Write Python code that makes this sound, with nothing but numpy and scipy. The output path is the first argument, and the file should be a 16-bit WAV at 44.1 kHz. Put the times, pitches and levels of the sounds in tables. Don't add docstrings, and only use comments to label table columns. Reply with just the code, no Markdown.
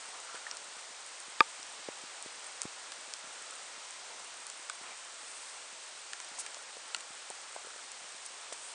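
import sys
import numpy as np
from scipy import signal
from scipy.fft import rfft, irfft
from scipy.io import wavfile
from scipy.ndimage import uniform_filter1d

SR = 44100
rng = np.random.default_rng(int(sys.argv[2]) if len(sys.argv) > 2 else 0)


def unload_audio(sound):
    columns = np.transpose(np.atleast_2d(sound))
    steps = np.round(np.clip(columns, -1, 1) * 32767)
    wavfile.write(sys.argv[1], SR, steps.astype(np.int16))


N = 385434


def undb(db):
    return 10 ** (np.asarray(db) / 20)


def level(x, db):
    return x * undb(db) / np.sqrt(np.mean(x ** 2))


def burst_level(x, db, size=88):
    return x * undb(db) / np.sqrt(uniform_filter1d(x ** 2, size, mode="constant").max())


def band(x, hz, width_hz):
    hz = min(hz, .4 * SR)
    q = hz / min(width_hz, SR / 4)
    return signal.lfilter(*signal.iirpeak(hz, q, fs=SR), x)


def steep_band(x, hz, width_hz):
    return band(band(x, hz, width_hz), hz, width_hz)


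def flicker(rate_hz):
    hold = int(SR / rate_hz)
    steps = np.repeat(rng.standard_normal(N // hold + 1), hold)
    return level(uniform_filter1d(uniform_filter1d(steps, hold), hold)[:N], 0)


def add(out, start, sound):
    i = max(int(start * SR), 0)
    out[i:i + len(sound)] += sound[:max(N - i, 0)]


def impact(t, attack, t60):
    rise = np.sin(np.pi / 2 * np.minimum(t / attack, 1))
    return rise * np.exp(-np.log(1000) * np.maximum(t - attack, 0) / t60)


def ring(hz, attack, t60, glide=0, size=4096):
    t = np.arange(size) / SR
    return impact(t, attack, t60) * np.sin(2 * np.pi * hz * t * (1 + glide * t / 2))


# f/Hz, relative level/dB
HISS_EQ = [(25, -24.5), (80, -23), (160, -24), (300, -13), (520, -3.5), (850, -0.5), (1100, 0),
           (1350, -1.3), (1750, -1.5), (3000, -2.5), (5600, -3.5), (8600, -2.5), (9500, -8.5), (11000, -16)]
# t/s, level/dB
HISS_SWELL = [(0.0, -55), (0.43, -57), (0.89, -57.5), (1.19, -57.5), (1.57, -56), (3.25, -56.5),
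              (3.66, -56), (5.16, -58), (5.28, -56.5), (6.03, -58.5), (6.4, -56), (6.69, -58),
              (7.75, -57.5), (8.7, -57)]


def hiss(bed_db=-47.5, flicker_db=0.7, treble_depth=0.44):
    octave = np.log2(np.maximum(np.fft.rfftfreq(N, 1 / SR), 1))
    eq_hz, eq_db = np.transpose(HISS_EQ)
    colour = undb(np.interp(octave, np.log2(eq_hz), eq_db))
    bed = irfft(rfft(rng.standard_normal(N)) * colour, N)
    spectrum = rfft(level(bed, bed_db))
    swell_db = np.interp(np.arange(N) / SR, *np.transpose(HISS_SWELL))
    swell_db -= swell_db.mean()
    centres_hz = [250, 700, 1400, 2800, 5500, 8500]
    out = np.zeros(N)
    for hz, solo in zip(centres_hz, np.eye(len(centres_hz))):
        crossover = np.interp(octave, np.log2(centres_hz), solo)
        depth = np.interp(hz, [1200, 3000], [1, treble_depth])
        gain = undb(depth * (swell_db + flicker_db * flicker(rate_hz=19)))
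        out += irfft(spectrum * crossover, N) * gain
    return out


# t/s, level/dB
TRICKLE_RIDE = [(0.0, -65), (0.35, -53.5), (0.6, -65), (1.0, -65), (2.6, -69), (2.9, -61), (3.55, -60),
                (3.9, -67), (5.8, -65), (7.4, -63.5), (7.7, -57), (8.0, -71)]


def trickle(hz=1372, detune=0.04, spread_db=3, count=1300):
    out = np.zeros(N)
    starts = rng.random(count) * N / SR
    for start, (pitch, strength) in zip(starts, rng.standard_normal((count, 2))):
        bubble = ring(hz * (1 + detune * pitch), attack=0.001, t60=0.026, glide=1)
        add(out, start, undb(spread_db * strength) * bubble)
    ride_db = np.interp(np.arange(N) / SR, *np.transpose(TRICKLE_RIDE))
    return level(out, 0) * undb(ride_db)


def far_patter(hz, width_hz, db, spread_db, t60, count, size=2048):
    when, rank = rng.random((count, 2)).T
    gains = undb(-spread_db * np.log(rank + 1 / 20))
    envelope = impact(np.arange(size) / SR, attack=0.0005, t60=t60)
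    spatters = rng.standard_normal((count, size)) * envelope
    hits = np.zeros(N)
    for start, gain, spatter in zip(when * N / SR, gains, spatters):
        add(hits, start, gain * spatter)
    return level(steep_band(hits, hz, width_hz), db)


# t/s, level/dB, centre f/Hz, width/Hz, attack/s
SLUSH_SWISHES = [(0.125, -50.5, 824, 500, 0.019), (0.332, -46, 1510, 2800, 0.022),
                 (0.44, -52.5, 1100, 1200, 0.06), (0.765, -49.5, 1400, 1100, 0.016),
                 (4.07, -55, 700, 700, 0.045), (4.81, -51, 900, 1600, 0.056),
                 (4.858, -50, 2500, 900, 0.009), (4.903, -49.5, 2460, 700, 0.008),
                 (5.15, -52.5, 8540, 3000, 0.2), (6.383, -33.5, 8850, 6500, 0.013),
                 (8.524, -40.5, 8300, 6000, 0.0062), (8.56, -50, 8600, 3000, 0.09)]


def slush(grain_spread_db=6.5, size=65536):
    out, t = np.zeros(N), np.arange(size) / SR
    for start, db, hz, width_hz, attack in SLUSH_SWISHES:
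        noise, grain_sizes = rng.standard_normal((2, size))
        crackle = steep_band(noise * undb(grain_spread_db * grain_sizes), hz, width_hz)
        swell = (t / attack * np.exp(1 - t / attack)) ** 2
        add(out, start, level(crackle, db) * swell)
    return out


# t/s, level/dB, f/Hz, t60/s
SNOW_PLOPS = [(0.344, -46, 486, 0.0044), (1.281, -56, 300, 0.006), (1.8861, -33, 490, 0.0048),
              (2.036, -49.5, 285, 0.01), (2.2598, -43, 420, 0.0035), (2.6527, -34.5, 230, 0.0039),
              (3.271, -56, 290, 0.009), (4.812, -52, 330, 0.0045), (4.918, -49, 720, 0.009),
              (6.315, -55, 320, 0.0054), (6.384, -43.5, 910, 0.0049), (6.568, -47, 573, 0.015),
              (6.767, -43, 530, 0.014), (7.104, -52, 280, 0.007), (7.301, -43, 540, 0.0076),
              (7.307, -41.5, 776, 0.0069), (7.562, -36.5, 690, 0.009), (7.647, -50, 430, 0.012),
              (7.669, -45.5, 505, 0.02), (7.76, -51.5, 503, 0.0099), (8.014, -63, 260, 0.006),
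              (8.523, -40, 600, 0.008)]


def soft_plops(crumble_ratio=1.45, crumble_db=-7.5, size=4096):
    out, t = np.zeros(N), np.arange(size) / SR
    for start, db, hz, t60 in SNOW_PLOPS:
        cushion = signal.butter(3, 2.4 * hz, fs=SR, output="sos")
        thud = signal.sosfilt(cushion, ring(hz, attack=0.002, t60=t60))
        grains = rng.standard_normal(size) * impact(t, attack=0.0012, t60=0.018)
        crumble = steep_band(grains, crumble_ratio * hz, width_hz=1100)
        add(out, start, burst_level(thud, db) + burst_level(crumble, db + crumble_db))
    return out


# t/s, level/dB, f/Hz, t60/s
POCKET_PLINKS = [(0.4668, -36, 1815, 0.023), (0.5122, -33, 5600, 0.009), (1.6293, -41, 5700, 0.008),
                 (2.4658, -41, 8450, 0.022), (4.6984, -39.5, 1220, 0.022), (4.6986, -36.5, 1490, 0.017),
                 (6.1330, -38.5, 1800, 0.008), (6.1330, -40, 2700, 0.006), (6.9468, -42, 1000, 0.018),
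                 (6.9468, -35, 1390, 0.025), (6.9468, -37.5, 1930, 0.016), (6.9468, -31, 2820, 0.01),
                 (6.9467, -32.5, 4300, 0.007), (6.9464, -31, 7400, 0.0035), (6.9464, -40, 9300, 0.005)]


def air_pockets():
    out = np.zeros(N)
    for start, db, hz, t60 in POCKET_PLINKS:
        plink = ring(hz, attack=0.00074, t60=t60, glide=1)
        add(out, start, burst_level(plink, db))
    return out


# t/s, snap level/dB, snap f/Hz, splat level/dB
CRUST_TICKS = [(0.2017, -45, 8400, -58), (0.5125, -35.5, 5350, -48), (0.57, -38.5, 7250, -57),
               (1.064, -47, 8580, -58), (1.202, -41, 8600, -58), (1.629, -45, 5730, -58),
               (2.2254, -39, 8330, -56), (2.4436, -45, 9000, -60), (2.6177, -27, 7460, -41),
               (2.6328, -38, 8080, -60), (2.9199, -43, 7800, -40), (3.1376, -32, 5840, -50),
               (3.5092, -43, 8630, -56), (3.9078, -43, 8860, -60), (4.4675, -37.5, 8960, -63),
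               (4.5, -38, 7650, -44), (4.698, -33.5, 7800, -37.5), (6.133, -38.5, 6000, -40),
               (6.2014, -43, 6500, -41), (6.2465, -49, 8190, -53), (6.4639, -40.5, 7100, -39),
               (6.545, -41, 6000, -47), (6.947, -38, 5950, -42), (6.9646, -42, 6750, -46),
               (7.007, -46, 7060, -47), (7.302, -37, 8290, -53), (7.9174, -40.5, 8550, -54),
               (8.255, -48, 8000, -60), (8.2621, -39, 8900, -59), (8.2648, -44, 8700, -62),
               (8.525, -49, 5160, -41)]


def crust_ticks(usual_snap_db=-36.5, usual_splash_db=-41, size=4096):
    out, t = np.zeros(N), np.arange(size) / SR
    for start, snap_db, hz, splat_db in CRUST_TICKS:
        fine, coarse = rng.standard_normal((2, size))
        splash_db = usual_splash_db + 0.36 * (snap_db - usual_snap_db)
        snap = steep_band(ring(hz, attack=0.00008, t60=0.0004), hz, width_hz=7000)
        splash = steep_band(fine * impact(t, attack=0.00043, t60=0.0035), hz, width_hz=5000)
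        splat = steep_band(coarse * impact(t, attack=0.0004, t60=0.018), hz=2000, width_hz=3700)
        add(out, start, burst_level(snap, snap_db))
        add(out, start, burst_level(splash, splash_db) + burst_level(splat, splat_db))
    return out


# f/Hz, level/dB, attack/s, t60/s
HOLLOW_MODES = [(367, -20, 0.0011, 0.0104), (535, -30.5, 0.0004, 0.05), (899, -18.5, 0.0019, 0.047),
                (1207, -10.2, 0.004, 0.024), (1675, -12.3, 0.0015, 0.011), (2420, -10, 0.0014, 0.0072),
                (3600, -16.5, 0.0009, 0.0052), (4820, -18, 0.001, 0.0046), (7080, -32, 0.0015, 0.003)]


def close_click(start=1.4053, size=4096):
    out, t = np.zeros(N), np.arange(size) / SR
    knock = np.zeros(size)
    for k, (hz, db, attack, t60) in enumerate(HOLLOW_MODES):
        polarity = (-1) ** k
        knock += polarity * undb(db) * ring(hz, attack, t60)
    burst = rng.standard_normal(size) * impact(t, attack=0.00072, t60=0.0087)
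    spray = band(burst, hz=6500, width_hz=6500)
    add(out, start, knock + burst_level(spray, db=-41))
    return out


def scene(low_cut_hz=130):
    far_ticks = far_patter(hz=8430, width_hz=2600, db=-62, spread_db=0.5, t60=0.016, count=160)
    far_plops = far_patter(hz=332, width_hz=560, db=-77.5, spread_db=0, t60=0.008, count=70)
    drips = crust_ticks() + air_pockets() + soft_plops() + close_click()
    melt = drips + slush() + trickle() + far_ticks + far_plops
    low_cut = signal.butter(2, low_cut_hz, "high", fs=SR, output="sos")
    mono = hiss() + signal.sosfilt(low_cut, melt)
    return np.array([mono, mono])


def record(dry):
    high_cut = signal.cheby2(14, 65, 10800, fs=SR, output="sos")
    return signal.sosfilt(high_cut, dry)


dry = scene()
out = record(dry)
unload_audio(out)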